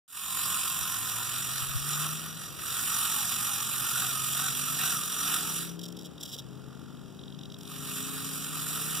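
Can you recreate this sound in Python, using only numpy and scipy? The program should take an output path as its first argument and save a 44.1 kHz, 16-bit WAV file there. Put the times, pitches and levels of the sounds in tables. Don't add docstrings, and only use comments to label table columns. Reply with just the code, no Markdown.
import sys
import numpy as np
from scipy import signal
from scipy.fft import rfft, irfft
from scipy.io import wavfile
from scipy.ndimage import uniform_filter1d

SR = 44100
rng = np.random.default_rng(int(sys.argv[2]) if len(sys.argv) > 2 else 0)


def waveform_to_disk(signal):
    frames = np.transpose(np.atleast_2d(signal))
    scaled = np.clip(frames, -1, 1) * 32767
    samples = np.round(scaled).astype(np.int16)
    wavfile.write(sys.argv[1], SR, samples)


N = 396900
T, HZ = np.arange(N) / SR, np.fft.rfftfreq(N, 1 / SR)
PULSE_S, PULSE_AT = .022, 7.742
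FADE_FROM_S, FADE_TO_S = 0.067, 0.43

# (time [s], gear rattle level [dB], gearbox drone minus rattle [dB])
MOTOR_RUNS = [
    [(.4, -29, -11), (1, -32.5, -8), (1.4, -34, -8), (1.77, -35.5, -9), (2.15, -35.5, -8),
     (2.35, -42.5, -3.5), (2.41, -39, -5), (2.55, -45, -5), (2.62, -36, -6), (2.8, -30, -9.5),
     (3.4, -31, -10.5), (5.1, -32.5, -9.5), (5.62, -33, -11), (5.76, -54, -13)],
    [(7.6, -59, -22), (7.7, -44.5, -9.5), (7.92, -35.5, -8.5), (8.52, -36.5, -10), (8.67, -33, -7.5),
     (9, -32.5, -8)],
]


def amp(db):
    return 10 ** (np.asarray(db) / 20)


def evened(x):
    return x / np.sqrt(np.mean(x ** 2) + 1e-20)


def read(points, hz):
    f, value = np.transpose(points)
    return np.interp(np.log(hz + 1), np.log(f + 1), value)


def columns(rows, edge_s):
    s, *rest = np.transpose(rows)
    window = np.interp(T, [s[0] - edge_s, s[0], s[-1], s[-1] + edge_s], [0, 1, 1, 0])
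    return [np.interp(T, s, c) for c in rest], window


def wander(per_s, channels=1):
    count = int(N / SR * per_s) + 2
    draws = rng.standard_normal((channels, count))
    return np.array([np.interp(T * per_s, np.arange(count), row) for row in draws])


def ring(x, modes):
    hz = np.fft.fftfreq(4096, 1 / SR)
    power = sum(amp(2 * db) / (1 + (2 * (abs(hz) - f) / w) ** 2) ** 2 for f, w, db in modes)
    log_gain = np.log(power) / 2
    taps = np.fft.ifft(np.exp(np.conj(signal.hilbert(log_gain)))).real[:2048]
    return signal.oaconvolve(x, taps[None], axes=1)[:, :x.shape[1]]


def knocks(per_s, spread_db):
    size = amp(spread_db * np.minimum(rng.exponential(1, (3, N)), 5))
    sign = rng.choice([-1., 1.], (3, N))
    return size * sign * (rng.random((3, N)) < per_s / SR)


def patchy(x, patchy_db):
    z = signal.stft(x, nperseg=256)[2]
    patches = uniform_filter1d(rng.standard_normal(z.shape[1:]), size=4, axis=0)
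    patches = uniform_filter1d(patches, size=16, axis=1)
    return signal.istft(z * amp(patchy_db * evened(patches)), nperseg=256)[1][:, :N]


def throb(at_s, sharp):
    swell = np.exp(sharp * np.cos(2 * np.pi * (T - at_s) / PULSE_S))
    return swell / swell.mean()


def pulse_steps(lead_s):
    return np.diff(np.floor((T - PULSE_AT + lead_s) / PULSE_S), prepend=0)


def heard(trains):
    # (frequency [Hz], share of power unrelated between the sides [0-1])
    scatter = [(60, 0.98), (400, 0.99), (800, 0.01), (6000, 0.03), (7500, 0.5), (10000, 0.63), (15000, 0.4)]
    # (frequency [Hz], gain of the left-right difference [dB])
    side_gain = [(60, -1), (300, 1), (800, -14.5), (3000, -9.5), (6000, -4), (8000, -1.5), (16000, 2)]
    # (frequency [Hz], boost of left over right [dB])
    tilt = [(60, 0.5), (200, 5.5), (500, 5.5), (800, -2), (7000, 0.5), (8500, -7), (12500, -5), (14000, 0)]
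    lag_s, lag_top_hz = 0.0004616, 9280
    common, left, right = rfft(trains)
    loose = np.clip(read(scatter, HZ), 0, 1)
    late = np.exp(-2j * np.pi * np.minimum(HZ, lag_top_hz) * lag_s)
    left = np.sqrt(loose) * left - np.sqrt(1 - loose) * common * late
    right = np.sqrt(loose) * right + np.sqrt(1 - loose) * common
    mid, side = (left + right) / 2, (left - right) / 2 * amp(read(side_gain, HZ))
    lean = amp(read(tilt, HZ) / 2)
    return irfft(np.array([(mid + side) * lean, (mid - side) / lean]), N)


def air():
    # (frequency [Hz], relative level per Hz [dB])
    spectrum = [(30, -19), (60, -5), (100, -2), (150, 2.5), (300, -7.5), (500, -12), (900, -17.5),
                (2000, -20.5), (4000, -22), (8000, -30), (16000, -38.5)]
    wash = irfft(rfft(rng.standard_normal((3, N))) * amp(read(spectrum, HZ)), N)
    return amp(-49.5 + 0.048 * wander(2.4)) * evened(wash)


def wind():
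    # (centre time [s], level before the side gains [dB], frequency [Hz])
    lumps = [(.44, -43, 85), (.82, -36, 90), (1.627, -33, 97), (1.695, -35, 64.5), (1.745, -38, 90),
             (1.762, -23, 100), (1.812, -36, 60)]
    out = np.zeros(N)
    for s, db, hz in lumps:
        u = (T[:SR // 5] - .1) * hz
        lump = amp(db) * np.exp(-(u / 1.2) ** 2) * np.cos(2 * np.pi * u)
        out[round((s - .1) * SR):][:len(u)] += lump
    return out * [[1.15], [-.85]]


def engine():
    # (time [s], crank speed [Hz])
    crank = [(.4, 16.8), (1.56, 26.4), (2.32, 32.5), (2.82, 22.6), (4.07, 26.1), (5.8, 34.4), (6.05, 35.4),
             (6.47, 26), (9, 32)]
    # (time [s], orders below 6 [dB], ninth order [dB], other upper orders [dB])
    loudness = [(.4, -75, -70, -60), (1.2, -53, -66, -59), (1.7, -49, -64, -56), (2.3, -50, -60, -50),
                (2.55, -56, -60, -46), (2.82, -57, -62, -54), (4.3, -49.5, -50, -50),
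                (5.05, -50.5, -57, -48), (5.25, -50.5, -46, -47), (6.03, -45, -42, -42),
                (6.25, -55, -51, -43), (6.46, -49.5, -51, -46), (7.6, -56, -51, -48),
                (7.8, -46.5, -46, -46), (9, -45, -45, -46)]
    # (multiple of the crank speed, offset from its loudness [dB])
    orders = [(4, -12.5), (5, 2), (6, -8), (7, -6.5), (8, -17), (9, -3), (10, -10.5), (11, -15.5),
              (12, -11), (14, -12.5), (16, -18.5), (18, -20.5)]
    # (frequency [Hz], exhaust gain [dB])
    exhaust = [(150, 0.5), (220, -2.5), (270, 0), (350, -9), (420, 3), (500, -8), (650, -12)]
    first_upper, ninth, roar_db = 6, 9, -12
    curves = columns(crank, edge_s=.1)[0] + columns(loudness, edge_s=.1)[0]
    hz, low_db, ninth_db, high_db = [curve[::20] for curve in curves]
    turns = np.cumsum(hz) * 20 / SR
    coasting = uniform_filter1d(1. * (np.gradient(hz) < 0), size=200)
    out = np.zeros((2, len(hz)))
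    for k, order_db in orders:
        if k < first_upper:
            level_db = low_db
        else:
            level_db = (ninth_db if k == ninth else high_db) - 11 * coasting
        db = level_db + order_db + read(exhaust, k * hz) + 3.0 * wander(3.5)[:, ::20]
        side_phase = np.array([[0], [1.3]])
        out += amp(db) * np.sin(2 * np.pi * (k * turns + rng.random()) + side_phase)
    b, a = signal.butter(1, [.17, .36], "band")
    roar = evened(signal.lfilter(b, a, rng.standard_normal(out.shape)))
    out = out + amp(high_db + roar_db) * roar
    return signal.resample_poly(out, 20, 1, axis=1)[:, :N] * amp([[4.5], [-3.5]])


def servo_twitches():
    # (time [s], level [dB], treble tilt, part of it per band [dB], length [s])
    twitches = [(5.763, -46, -11, 0.011), (5.788, -39, 0, 0.013), (5.809, -40, -3, 0.015),
                (5.828, -35, -2, 0.021), (5.851, -37, -2, 0.017), (5.879, -41, 6, 0.013),
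                (5.9, -47, -6, 0.0094), (5.92, -44.5, 6, 0.0094), (5.945, -48, -11, 0.01),
                (5.963, -43, 1, 0.014), (5.987, -40.5, 1.5, 0.011), (6.007, -42, -4, 0.011),
                (6.0195, -46, 2, 0.0045), (6.0315, -42, 2, 0.0036), (6.04, -40.5, -1, 0.034),
                (6.177, -39, -16, 0.0068), (6.202, -37.5, 0, 0.02), (6.2266, -30.5, 1.5, 0.015),
                (6.248, -37, -1, 0.019), (6.265, -40.5, 0, 0.055), (6.314, -36.5, 0, 0.025),
                (6.332, -35.5, -1, 0.026), (6.362, -39, -2, 0.0072), (6.376, -34, -6, 0.03)]
    grit_db = [
        [-4],
        [-4],
        [-1],
    ]
    tooth_s = .0028
    teeth = amp(grit_db) * evened(knocks(per_s=2600, spread_db=1.5))
    middle = np.array([s + length / 2 for s, _, _, length in twitches])[:, None]
    steps = np.arange(-8, 9) + .2 * rng.standard_normal((len(twitches), 17))
    inside = abs(steps) * tooth_s < .6 * np.array(twitches)[:, 3:]
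    at = np.round((middle + steps * tooth_s) * SR).astype(int)[inside]
    clicks = np.sqrt(tooth_s * SR) * amp(3.0 * rng.standard_normal((3, *steps.shape)) - 4)
    teeth[:, at] += clicks[:, inside]
    push = np.zeros((3, N))
    for s, db, treble_db, length in twitches:
        length = max(length, .003)
        u = np.arange(0, 3 * length, 1 / SR) / length
        shape = np.sin(np.pi * np.minimum(u, 1)) + 0.5 * u * np.exp(-1.6 * u)
        bands_db = [[db], [db + 0.49 * treble_db], [db + 0.81 * treble_db]]
        push[:, round(s * SR):][:, :len(u)] += amp(bands_db) * shape
    return teeth, push


def servo_ticks():
    # (time [s], level [dB], treble tilt, scaled per band [dB])
    strong_ticks = [(7.192, -45, -21), (7.214, -50, -15), (7.236, -44, -19), (7.258, -52, -13),
                    (7.280, -47, -17), (7.302, -51, -16), (7.324, -46, -18), (7.346, -49, -15),
                    (7.368, -62, -14), (7.390, -43.5, -13), (7.412, -46, -14), (7.434, -43.5, -11),
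                    (7.456, -43, -12), (7.501, -47, -14), (7.521, -42.5, -10.5), (7.543, -43, -10),
                    (7.566, -51, -14), (7.587, -55, 2), (7.610, -45, -6), (7.632, -49, -1),
                    (7.654, -45, -13), (7.676, -44, -7)]
    start, end, db, treble_db = 6, 7.18, -58, -4
    pulses = pulse_steps(lead_s=0.00095) * amp(1.2 * wander(45.)[0])
    faint_db = [[db], [db + treble_db], [db + 1.5 * treble_db]]
    ticks = pulses * (T > start) * (T < end) * amp(faint_db)
    for s, db, treble_db in strong_ticks:
        ticks[:, round(s * SR)] += amp([db, db + 0.65 * treble_db, db + 1.4 * treble_db])
    return ticks


def bucket_thud():
    s, db, hz = 6.358, -31, 460
    u = np.maximum(T - s, 0) * hz
    return amp(db) * u * np.exp(-u / 0.81) * np.sin(2 * np.pi * u)


def servo():
    # (frequency [Hz], width [Hz], level [dB])
    case = [(3310, 510, -9), (3810, 380, -4), (5460, 1300, 0), (7300, 1800, 2), (9800, 1400, -4.5),
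            (12900, 6300, -5.5)]
    rebound_s, scrape_s, scrape_db, knock_db = .003, .008, -6, 19.5
    teeth, push = servo_twitches()
    ticks = servo_ticks()
    half = round(rebound_s / 2 * SR)
    scrape = rng.standard_normal((2, N))[[0, 0, 1]]
    puff = amp(scrape_db) * np.hanning(round(scrape_s * SR))[None]
    out = 0
    for p, tick, modes, db in zip(push, ticks, (case[:2], case[2:3], case[3:]), (-7.5, -9, -11)):
        unit = np.std(ring(scrape[:, :SR], modes))
        out += amp(db) * ring(p * teeth, modes) / unit
        double_knock = np.roll(tick, -half) / 2 - np.roll(tick, half)
        scraping = signal.oaconvolve(tick[None], puff, "same") * scrape
        out += ring(scraping + amp(knock_db) * double_knock, modes) / unit
    return out + bucket_thud()


def whines():
    # (time [s], mesh [Hz], level [dB])
    mesh = [
        [(.15, 792, -59), (.45, 798, -59), (1.29, 760, -59)],
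        [(2.8, 720, -55), (2.87, 830, -53), (3.02, 930, -56), (3.1, 895, -55), (3.2, 835, -52),
         (3.27, 690, -54)],
        [(3.32, 740, -59), (3.37, 815, -54), (3.48, 835, -55), (3.55, 790, -55), (3.66, 915, -56),
         (3.8, 845, -54), (3.92, 900, -55)],
        [(4.3, 800, -60), (4.42, 900, -60), (4.5, 850, -59), (4.6, 870, -58)],
        [(5.24, 720, -55), (5.3, 895, -51), (5.41, 700, -54), (5.45, 895, -55), (5.5, 890, -55),
         (5.56, 830, -58)],
    ]
    # (second gear pair [dB], sum tone [dB])
    overtones = [(15, 7), (11, -20), (8, -20), (-8, -20), (-8, -20)]
    # (time [s], mesh [Hz], level of its octave [dB])
    slip = [(3.88, 625, -52), (3.97, 740, -43), (4.05, 760, -48), (4.16, 625, -41), (4.22, 645, -42),
            (4.25, 605, -40), (4.31, 630, -45), (4.4, 755, -44), (4.45, 770, -42), (4.55, 650, -54),
            (4.62, 585, -51), (4.68, 650, -44), (4.74, 660, -41), (4.8, 750, -50), (4.88, 780, -46),
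            (4.99, 600, -41.5), (5.13, 615, -56), (5.18, 580, -39), (5.24, 700, -42), (5.35, 765, -58),
            (5.45, 650, -43), (5.52, 620, -49)]
    # (multiple of the mesh, level at top speed [dB])
    slip_orders = [(5, -43), (10, -43), (12, -41)]
    second_pair = 1.345
    clean, fuzzy = .006, .045
    tones = []
    for rows, (second_db, sum_db) in zip(mesh, overtones):
        (hz, db), on = columns(rows, edge_s=0.0053)
        fading_db = .07 * (hz.max() - hz)
        tones += [(hz, db, on, clean),
                  (second_pair * hz, db + second_db - fading_db, on, fuzzy),
                  ((1 + second_pair) * hz, db + sum_db, on, fuzzy / 2)]
    (hz, octave_db), on = columns(slip, edge_s=.03)
    hz = uniform_filter1d(hz, size=900)
    slowed_db = .08 * (770 - hz)
    tones += [(hz, -51 - slowed_db, on, clean), (2 * hz, octave_db, on, clean)]
    tones += [(k * hz, db - slowed_db, on, clean / 2) for k, db in slip_orders]
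    out = np.zeros((3, N))
    for hz, db, on, loose in tones:
        jitter = wander(60. if loose == clean else 250.)[0]
        flicker = wander(20.)[0]
        phase = 2 * np.pi * np.cumsum(hz * (1 + loose * jitter)) / SR
        out[0] += on * amp(db + 3.0 * flicker) * np.sin(phase)
    return out * throb(PULSE_AT, sharp=.5)


def current():
    return 1 + 0.22 * (throb(PULSE_AT, sharp=1.0) - 1)


def pace():
    # (time [s], swell [dB], half length [s])
    surges = [(1.6, 2.5, 0.15), (1.98, 5, 0.1), (3.073, 2.5, 0.17), (3.48, 1, 0.04), (4.006, 2.5, 0.098),
              (4.395, 2.5, 0.13), (4.867, 4, 0.094), (5.327, 4.5, 0.1)]
    (db, _), _ = columns(MOTOR_RUNS[0] + MOTOR_RUNS[1], edge_s=.1)
    return db, sum(swell_db * np.exp(-((T - s) / half) ** 2) for s, swell_db, half in surges)


def gears():
    # (frequency [Hz], width [Hz], level within its part [dB])
    shell = [(1220, 130, 3), (1377, 535, 8), (1918, 240, 11), (2402, 1760, 1), (3905, 1160, 2),
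             (5120, 860, -8.5), (5798, 143, 2.5), (7400, 1970, -0.5), (9005, 760, 2), (10380, 2400, -3.5),
             (12230, 1540, -1.5), (14350, 920, -4), (14700, 1200, -8.5)]
    # (frequency [Hz], width [Hz], relative level [dB])
    mount = [(1207, 80, -5.5), (1382, 135, -5)]
    # (time [s], level [dB])
    squeal_curve = [(0, -16), (1.5, -8.5), (5.7, -7.5), (7.7, -12.5)]
    # (time [s], level [dB])
    stall = [(5.72, -74), (6.5, -77), (6.7, -68.5), (7, -71.5), (7.2, -79), (7.75, -77)]
    unevenness_db = 0.74 * wander(35.) + 0.18 * wander(120.)
    teeth = patchy(knocks(per_s=5000, spread_db=1.0) * amp(unevenness_db), patchy_db=1.5)
    grumble = evened(ring(teeth, [(760, 410, 0)]))
    no_bass = signal.butter(8, 1080, "high", fs=SR, output="sos")
    teeth = signal.sosfilt(no_bass, teeth)
    parts = shell[:3], shell[3:6], shell[6:7], shell[7:]
    drone, rattle, squeal, treble = (evened(ring(teeth, part)) for part in parts)
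    run_db, swell_db = pace()
    treble_db = 3 - 0.2744 * np.clip(-28 - run_db, 0, 18)
    (squeal_db,), _ = columns(squeal_curve, edge_s=.1)
    rattle = rattle + amp(squeal_db + 2.5 * wander(32.)) * squeal
    drone = drone + amp(-17.0) * grumble
    bright = (rattle + amp(treble_db) * treble) / np.sqrt(1 + amp(2 * treble_db))
    level, drone_level = np.zeros((2, N))
    for i, rows in enumerate(MOTOR_RUNS):
        (db, drone_db), on = columns(rows, edge_s=0.016)
        if i == 0:
            on = np.where(T < rows[0][0], 1, on)
        level = level + on * amp(db + swell_db)
        drone_level = drone_level + on * amp(db + 1.49 * swell_db + drone_db)
    running = current() * (level * bright + drone_level * drone)
    (stall_db,), on = columns(stall, edge_s=0.29)
    jerks = pulse_steps(lead_s=0.00511) * amp(1.0 * wander(45.))
    ping = evened(ring(jerks * (T > FADE_TO_S), mount))
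    hold = throb(PULSE_AT, sharp=2.5) * (drone + amp(-2) * rattle)
    hold = hold + amp(9) * ping * [[1], [0], [0]]
    return running + on * amp(stall_db) * hold


def scene():
    return heard(gears() + whines() + servo() + air()) + engine() + wind()


def record(dry):
    start_s, edge_hz = .079, 15730
    no_deep_bass = signal.butter(2, 48, "high", fs=SR, output="sos")
    faded = signal.sosfilt(no_deep_bass, dry) * np.interp(T, [FADE_FROM_S, FADE_TO_S], [0, 1])
    taps = signal.firwin(1023, edge_hz, window=("kaiser", 9), fs=SR)
    return signal.oaconvolve(faded, taps[None], "same") * (T > start_s)


dry = scene()
out = record(dry)
waveform_to_disk(out)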